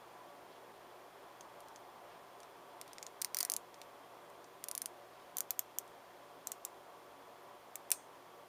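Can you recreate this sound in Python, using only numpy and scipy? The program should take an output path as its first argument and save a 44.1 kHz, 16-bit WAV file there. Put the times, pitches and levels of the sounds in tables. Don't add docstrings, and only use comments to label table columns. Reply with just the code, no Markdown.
import sys
import numpy as np
from scipy import signal
from scipy.fft import rfft, irfft
from scipy.io import wavfile

SR = 44100
rng = np.random.default_rng(int(sys.argv[2]) if len(sys.argv) > 2 else 0)


def dump(signal):
    limited = np.clip(np.atleast_2d(signal).T, -1, 1)
    pcm = np.round(limited * 32767).astype(np.int16)
    wavfile.write(sys.argv[1], SR, pcm)


N = 373968

# start in seconds, relative level in dB, brightness in dB per octave,
# low knock in dB, ping in dB, ping in Hz, antiresonance in Hz, delay until the pawl lands in seconds,
# strength of the landing as a signed share of the release.
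TEETH = [(2.8137, -11.0, 3.5, 10.5, 7, 11780, 7900, 0.000233, 0.29),
         (2.932, -17.5, -0.5, -4.5, 9, 10930, 7760, 0.00035, 0.46),
         (2.983, -17.5, -3, 1.5, 5, 4670, 10070, 0.000652, -0.33),
         (3.0274, -10.5, 1.5, 2, 3, 6500, 9200, 0.000538, -0.12),
         (3.066, -14, -2.0, -6, 10, 7210, 7370, 0.000291, 0.23),
         (3.2163, -4.0, -0.5, -2.0, 10, 6850, 8010, 0.000229, 0.33),
         (3.2199, -4, 1, 3, 12.5, 3530, 11900, 0.00045, 0.33),
         (3.2464, -2.5, 1, 11, 6.5, 5160, 12930, 0.00045, 0.23),
         (3.3458, -1.5, 0.5, 8, 2, 5970, 9560, 0.000868, 0.34),
         (3.369, -1.5, 0, 5, 2.5, 6030, 7930, 0.00032, -0.34),
         (3.387, -2.0, -0.5, 1, 10.0, 11830, 8400, 0.000514, -0.29),
         (3.4045, -1.5, 0.0, -1.5, 3.5, 10350, 8170, 0.000251, 0.27),
         (3.407, 2, -4.5, -9, 4.5, 3330, 7750, 0.00055, -0.24),
         (3.4289, -2.5, 1, 4.5, 10.5, 6680, 7910, 0.000355, -0.23),
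         (3.4498, -3.5, -1, 5, 5.5, 10250, 2480, 0.00071, 0.22),
         (3.499, 1, -1, 3, 5.0, 4590, 7400, 0.00089, -0.22),
         (3.5187, 1.5, -2, -3, -8.5, 7490, 7540, 0.00093, 0.057),
         (3.5374, -1.5, -2, -0.5, 2.5, 6850, 7990, 0.00048, -0.16),
         (3.5646, -1.0, -3.5, -4, 6.0, 13560, 7950, 0.00028, 0.19),
         (4.6404, -7.0, -2, 1.0, 10.0, 13700, 14440, 0.0006, 0.24),
         (4.685, -4.5, -3.0, -5.5, 5.5, 13880, 7690, 0.000845, 0.18),
         (4.7132, -4.0, -1, -3.5, 1, 5620, 7820, 0.000846, 0.18),
         (4.751, -4.5, 2.5, 1.0, 8, 3300, 8300, 0.000667, -0.18),
         (4.7778, -2.5, 1, 0, -1.0, 13250, 8430, 0.000622, 0.13),
         (4.8178, -2.5, -2, -3.0, 5.0, 12330, 8100, 0.000616, 0.27),
         (4.8584, -2.5, 0.5, 1, 6.5, 2870, 7780, 0.00064, 0.39),
         (5.3692, -5, 0.5, 0, 3.5, 14280, 8180, 0.000744, -0.16),
         (5.384, -4.5, 1, 3, 5, 10110, 8440, 0.00077, -0.17),
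         (5.4056, -1.5, 1.0, 5, 7.5, 4590, 14310, 0.00088, 0.24),
         (5.5066, 5.5, -1.5, -9.5, -10, 7200, 8160, 0.00072, -0.05),
         (5.5925, 4, -2.5, -5.0, 7.5, 13800, 7860, 0.00081, -0.1),
         (5.7854, -1.0, 1.5, 1, -2.0, 8890, 8640, 0.00041, -0.2),
         (6.4715, -4, -2, -7.5, 6, 6900, 7660, 0.000584, -0.29),
         (6.5183, -4.5, -0.5, 0.5, 5.0, 7160, 7680, 0.000811, -0.15),
         (6.6504, -5, 1.5, 5.5, 7, 7360, 7570, 0.00063, -0.21),
         (7.756, -7.5, 0.0, 5, 5, 11090, 7980, 0.000678, -0.39),
         (7.9043, -6.5, 0.0, 5, 5.0, 11540, 8070, 0.000781, 0.16),
         (7.9162, 8, -1, -3, 9, 7850, 8010, 0.00027, -0.29)]
# centre in Hz, half width in Hz, level in dB.
THREADING = [(2070, 470, -5.5), (5500, 2100, -4.5), (6840, 430, -3.5), (7930, 250, -1), (9070, 420, -2.0),
             (11180, 1620, -22), (12160, 250, -16.5), (14300, 740, -18)]
FIRST_PULL = [(1890, 600, -15.5), (5130, 770, -5), (5900, 190, 2), (8140, 250, -8), (8680, 1310, -2),
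              (10500, 700, -7), (12040, 260, -11.0), (14800, 1600, -6.5)]
SECOND_PULL = [(2530, 2010, -23.5), (4500, 340, -7.5), (6260, 490, -2.5), (7770, 580, 1.5), (8890, 250, -6),
               (10260, 860, -2), (12490, 300, -6.5), (14820, 1490, -11)]
SLOW_PULL = [(1840, 1500, -17.5), (4770, 1240, -12), (5690, 270, -6), (7230, 1000, -6.5), (8200, 950, -8),
             (10000, 770, -1), (12220, 670, -13.5), (13870, 1250, -11.5)]
FIRM_PULL = [(1000, 660, -9.5), (3860, 860, -11.5), (6240, 390, 0.0), (7520, 880, -0.5), (8960, 360, -8.5),
             (10360, 980, -5), (12480, 1030, -3.5), (14840, 310, -3.5)]
HARD_PULL = [(2560, 1900, -17.5), (4600, 290, -8.5), (6600, 520, -4), (7500, 400, -1), (7900, 280, 4),
             (10310, 300, -19), (12330, 830, -3), (14800, 300, -8)]
LAST_PULL = [(1620, 1040, -11.5), (3150, 220, -10), (6020, 280, 0), (6780, 410, 0.5), (7870, 330, 5),
             (10100, 310, -3), (12500, 720, -3.5), (14280, 1070, -6.5)]
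TIGHTENING = [(1170, 740, -13.5), (3170, 1090, -14.5), (6320, 590, -4.5), (7730, 380, 7), (9310, 220, -8),
              (10390, 210, -3), (11940, 810, -8.0), (13910, 1570, -8.5)]
TAUT = [(2750, 980, -14.5), (4370, 200, -22), (6000, 540, -6), (8030, 460, 2.5), (9250, 620, -2.5),
        (11100, 320, -3), (11840, 1000, -16.0), (14320, 1020, -5)]
# ring table, length of the slip in seconds, mean pawl chatter in dB, room in dB.
GRIPS = [(THREADING, .001, -10, -15), (FIRST_PULL, .0012, -8, -17.5), (SECOND_PULL, 0.00092, -13, -19),
         (SLOW_PULL, .00085, -12, -18), (FIRM_PULL, 0.0007, -15, -19), (HARD_PULL, 0.000925, -11, -18),
         (LAST_PULL, 0.00096, -13, -21), (TIGHTENING, 0.0009, -9.5, -16), (TAUT, 0.00122, -11, -14)]
REGRIP_S = [3.15, 3.475, 4.2, 5.1, 5.45, 5.7, 6.1, 7.83]
# centre in Hz, half width in Hz, relative level in dB,
# t60 in seconds.
STRAP_MODES = [(2500, 170, -6, 0.04), (4100, 390, -8, 0.074), (6340, 420, -14, 0.38),
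               (8350, 950, -7.5, 0.26), (9250, 450, -9, .12)]
# start in seconds, relative level in dB, centre in Hz,
# half width in Hz, dull body in dB.
TICKS = [(1.4086, -20.5, 6450, 300, -8.5), (1.605, -34.5, 9500, 3800, -2), (1.685, -34, 5000, 5000, -8),
         (1.7601, -24.5, 6400, 1300, -10), (2.403, -32.5, 6440, 3400, -14), (2.432, -31.5, 5600, 3000, -12),
         (2.878, -37.5, 7860, 3400, 4), (3.743, -30, 5200, 2800, -8), (3.816, -24, 3680, 1100, -1.5),
         (4.301, -40, 8000, 3400, -8), (4.4432, -32, 5600, 2200, -14), (5.878, -38, 7500, 3000, -12)]
# middle in seconds,
# half length in seconds, rms level at the middle in dB, centre in Hz, half width in Hz.
SWELLS = [(0.538, .05, -68, 3000, 1800), (1.65, 0.48, -62.5, 880, 200), (2.118, 0.067, -66, 1900, 1700),
          (2.917, .09, -68.5, 2600, 2000), (3.427, .06, -60, 1900, 700), (5.22, 0.11, -68, 2300, 2200)]
# frequency in Hz, level in dB, t60 in seconds.
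LOW_ROOM_MODES = [(709, -45, 0.11), (1060, -52, 0.12)]
# frequency in Hz, t60 in seconds.
ROOM_DECAY = [(500, 0.27), (3000, 0.14), (8000, 0.11), (15000, 0.11)]
# frequency in Hz, relative density in dB per Hz.
AIR_SPECTRUM = [(20, -30), (60, -17.5), (100, -20.5), (200, -17), (330, -8), (700, -0.5), (1100, -3),
                (1450, -9), (2600, -16), (4000, -20), (6500, -24.5), (10000, -27.5), (15000, -29.5)]
# centre in Hz, half width in Hz, lift in dB.
AIR_MODES = [(171.6, 15, 11.5), (228.7, 6.8, 7), (278.5, 7.9, 9), (360.5, 22.7, 8), (473, 8.3, 7),
             (577.8, 8.7, 8.5), (709.5, 22, 4.5), (813, 15, -1), (857, 12.3, 0), (1000.5, 3.9, 10),
             (1024, 4.7, 6), (3190, 25, 6.5), (3404, 22, 8.5), (5300, 76, 1)]
# frequency in Hz, rms level in dB before it wavers.
FAN_TONES = [(398.4, -74.5), (581.4, -81), (909.8, -74.5), (1141, -72.5)]
# frequency in Hz, gain in dB.
OVERALL_COLOUR = [(7700, 0), (7940, -9), (8080, 0.5), (15200, 3.5), (15450, -13)]

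SIZE = 2048
T, HZ = np.arange(SIZE) / SR, np.fft.rfftfreq(SIZE, 1 / SR)


def amp(db):
    return 10 ** (np.asarray(db) / 20)


def unit(x):
    return x / np.sqrt(np.sum(x ** 2) + 1e-20)


def read(points, hz):
    f, value = np.transpose(points)
    return np.interp(np.log(hz + 1), np.log(f + 1), value)


def add(mix, s, sound):
    part = mix[round(s * SR):][:len(sound)]
    part += sound[:len(part)]


def bell(hz, centre, width):
    return 1 / (1 + ((hz - centre) / width) ** 2)


def causal(gain):
    cepstrum = irfft(np.log(np.maximum(gain, 1e-5)))
    half = len(cepstrum) // 2
    cepstrum[1:half] *= 2
    cepstrum[half + 1:] = 0
    return np.exp(rfft(cepstrum))


def drift(rate_hz):
    hz = np.fft.rfftfreq(N, 1 / SR)
    return np.sqrt(N) * unit(irfft(rfft(rng.standard_normal(N)) * bell(hz, 0, rate_hz) ** 2, N))


def ratchet(level_db=-0.34, low_hz=600, body_db=-27, node_depth=0.75, node_width_hz=380,
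            knock_hz=2200, knock_width_hz=800, ping_width_hz=600, chatter_spread_db=5.5):
    out = np.zeros(N)
    radiated = HZ ** 2 / (HZ ** 2 + low_hz ** 2)
    octaves = np.log2((HZ + 1) / 8000)
    for s, db, bright_db, knock_db, ping_db, ping_hz, node_hz, landing_s, landing in TEETH:
        ring, slip_s, chatter_db, room_db = GRIPS[np.searchsorted(REGRIP_S, s)]
        ring_power = sum((amp(d) * bell(HZ, f, w)) ** 2 for f, w, d in ring)
        power = amp(body_db) ** 2 + ring_power
        notch = 1 - node_depth * bell(HZ, node_hz, node_width_hz)
        knock = knock_db * bell(HZ, knock_hz, knock_width_hz)
        ping = ping_db * bell(HZ, ping_hz, ping_width_hz)
        strike_db = bright_db * octaves + knock + ping
        gain = np.sqrt(power) * notch * radiated * amp(strike_db)
        landed = landing * np.exp(-2j * np.pi * HZ * landing_s)
        two_contacts = (1 + landed) / np.hypot(1, landing)
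        tooth_chatter_db = chatter_db + chatter_spread_db * rng.standard_normal()
        burst = two_contacts * snap(tooth_chatter_db, slip_s)
        add(out, s, amp(db + level_db) * surroundings(burst, gain, room_db))
    return out


def snap(chatter_db, slip_s=0.00082, chatter_s=0.002, evenness=0.94):
    slip, chatter = rng.standard_normal((2, SIZE))
    window = np.sin(np.pi * np.minimum(T / slip_s, 1)) ** 2
    for _ in range(3):
        z = rfft(slip * window)
        slip = irfft(z / (abs(z) + 1e-9) ** evenness)
    chatter *= (T > slip_s) * np.exp(-T / chatter_s)
    slip = unit(slip * np.sqrt(window))
    return rfft(unit(slip + amp(chatter_db) * unit(chatter)))


def taut_ring(level_db=-13):
    out, t, hz = np.zeros(N), np.arange(SR // 2) / SR, np.fft.rfftfreq(SR // 2, 1 / SR)
    last_tooth_s = TEETH[-1][0]
    for centre_hz, width_hz, db, t60 in STRAP_MODES:
        random_phase = np.exp(2j * np.pi * rng.random(len(hz)))
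        cluster = irfft(random_phase * bell(hz, centre_hz, width_hz))
        add(out, last_tooth_s, amp(level_db + db) * unit(cluster * amp(-60 * t / t60)))
    return out


def handling(level_db=3.5, chatter_db=-3, room_db=-10, body_hz=4000, body_width_hz=5000):
    out = np.zeros(N)
    for s, db, centre_hz, width_hz, body_db in TICKS:
        body = amp(body_db) * bell(HZ, body_hz, body_width_hz)
        gain = np.hypot(bell(HZ, centre_hz, width_hz), body)
        add(out, s, amp(db + level_db) * surroundings(snap(chatter_db), gain, room_db))
    return out


def soft_swells(grain_db=3, grain_hz=60):
    out, t, hz = np.zeros(N), np.arange(N) / SR, np.fft.rfftfreq(N, 1 / SR)
    uneven_noise = rfft(rng.standard_normal(N) * amp(grain_db * drift(grain_hz)))
    for s, half_s, db, centre_hz, width_hz in SWELLS:
        band = np.sqrt(N) * unit(irfft(uneven_noise * bell(hz, centre_hz, width_hz), N))
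        out += amp(db) * np.exp(-((t - s) / half_s) ** 2) * band
    return out


def low_resonance(start_s=3.425, rise_s=0.0043):
    out, t = np.zeros(N), np.arange(SR // 4) / SR
    rise = np.minimum(t / rise_s, 1)
    for hz, db, t60 in LOW_ROOM_MODES:
        mode = np.sin(2 * np.pi * (hz * t + rng.random()))
        add(out, start_s, rise * amp(db - 60 * t / t60) * mode)
    return out


def surroundings(burst, gain, room_db, blur_hz=4000):
    blur = unit(bell(HZ - HZ[len(HZ) // 2], 0, blur_hz) ** 2) ** 2
    spread = np.sqrt(signal.convolve(gain ** 2, blur, "same", "direct"))
    sound = signal.fftconvolve(irfft(burst * causal(spread)), reflections(room_db))
    add(sound, 0, irfft(burst * causal(gain)))
    return sound


def reflections(room_db, bench_db=-15, bench_s=0.0021, first_s=0.0016, wall_s=0.0022,
                echo_s=0.00895, echo_spread_s=.0006, echo_db=-25):
    t = np.arange(SR // 4) / SR
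    near, far, wall = rng.standard_normal((3, len(t)))
    hz, frame_s, z = signal.stft(far, SR, nperseg=128)
    decay = amp(-60 * frame_s / read(ROOM_DECAY, hz)[:, None])
    tail = signal.istft(z * decay, SR, nperseg=128)[1][:len(t)]
    tail = tail * np.minimum(t / wall_s, 1)
    bench = near * (t > first_s) * np.exp(-t / bench_s)
    echo = wall * np.exp(-((t - echo_s) / echo_spread_s) ** 2)
    return amp(bench_db) * unit(bench) + amp(echo_db) * unit(echo) + amp(room_db) * unit(tail)


def fan(air_db=-57, waver=0.37, wander_rad=0.67, hiss_hz=4000, gust_hz=900, gust_width_hz=450, gust_depth=0.12,
        ease_db_per_s=0.16, unrest_db=0.1, unrest_hz=3.3):
    t, hz = np.arange(N) / SR, np.fft.rfftfreq(N, 1 / SR)
    colour_db = read(AIR_SPECTRUM, hz) + sum(db * bell(hz, f, w) for f, w, db in AIR_MODES)
    noise = rfft(rng.standard_normal(N))
    air = amp(air_db) * np.sqrt(N) * unit(irfft(noise * amp(colour_db), N))
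    rush = irfft(rfft(air) * bell(hz, 0, hiss_hz), N)
    swell = amp(ease_db_per_s * (t.mean() - t) + unrest_db * drift(unrest_hz))
    middle = irfft(rfft(air) * bell(hz, gust_hz, gust_width_hz), N)
    eddies = gust_depth * drift(13.6) * middle
    tones = np.zeros(N)
    for f, db in FAN_TONES:
        strength = amp(db) * np.sqrt(2) * (1 + waver * drift(4.3))
        tones += strength * np.sin(2 * np.pi * f * t + wander_rad * drift(1.5))
    return air + (swell - 1) * rush + eddies + tones


def mains(level_db=-80.5):
    return amp(level_db) * np.sqrt(2) * np.sin(2 * np.pi * 120 * np.arange(N) / SR)


def scene():
    close = ratchet() + taut_ring() + handling()
    background = soft_swells() + low_resonance() + fan() + mains()
    return (close + background)[None]


def record(dry, edge_hz=16500):
    hz = np.fft.rfftfreq(N, 1 / SR)
    coloured = irfft(rfft(dry) * causal(amp(read(OVERALL_COLOUR, hz))), N)
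    lowpass = signal.firwin(255, edge_hz, window=("kaiser", 9), fs=SR)
    return signal.oaconvolve(coloured, lowpass[None], "same")


dry = scene()
out = record(dry)
dump(out)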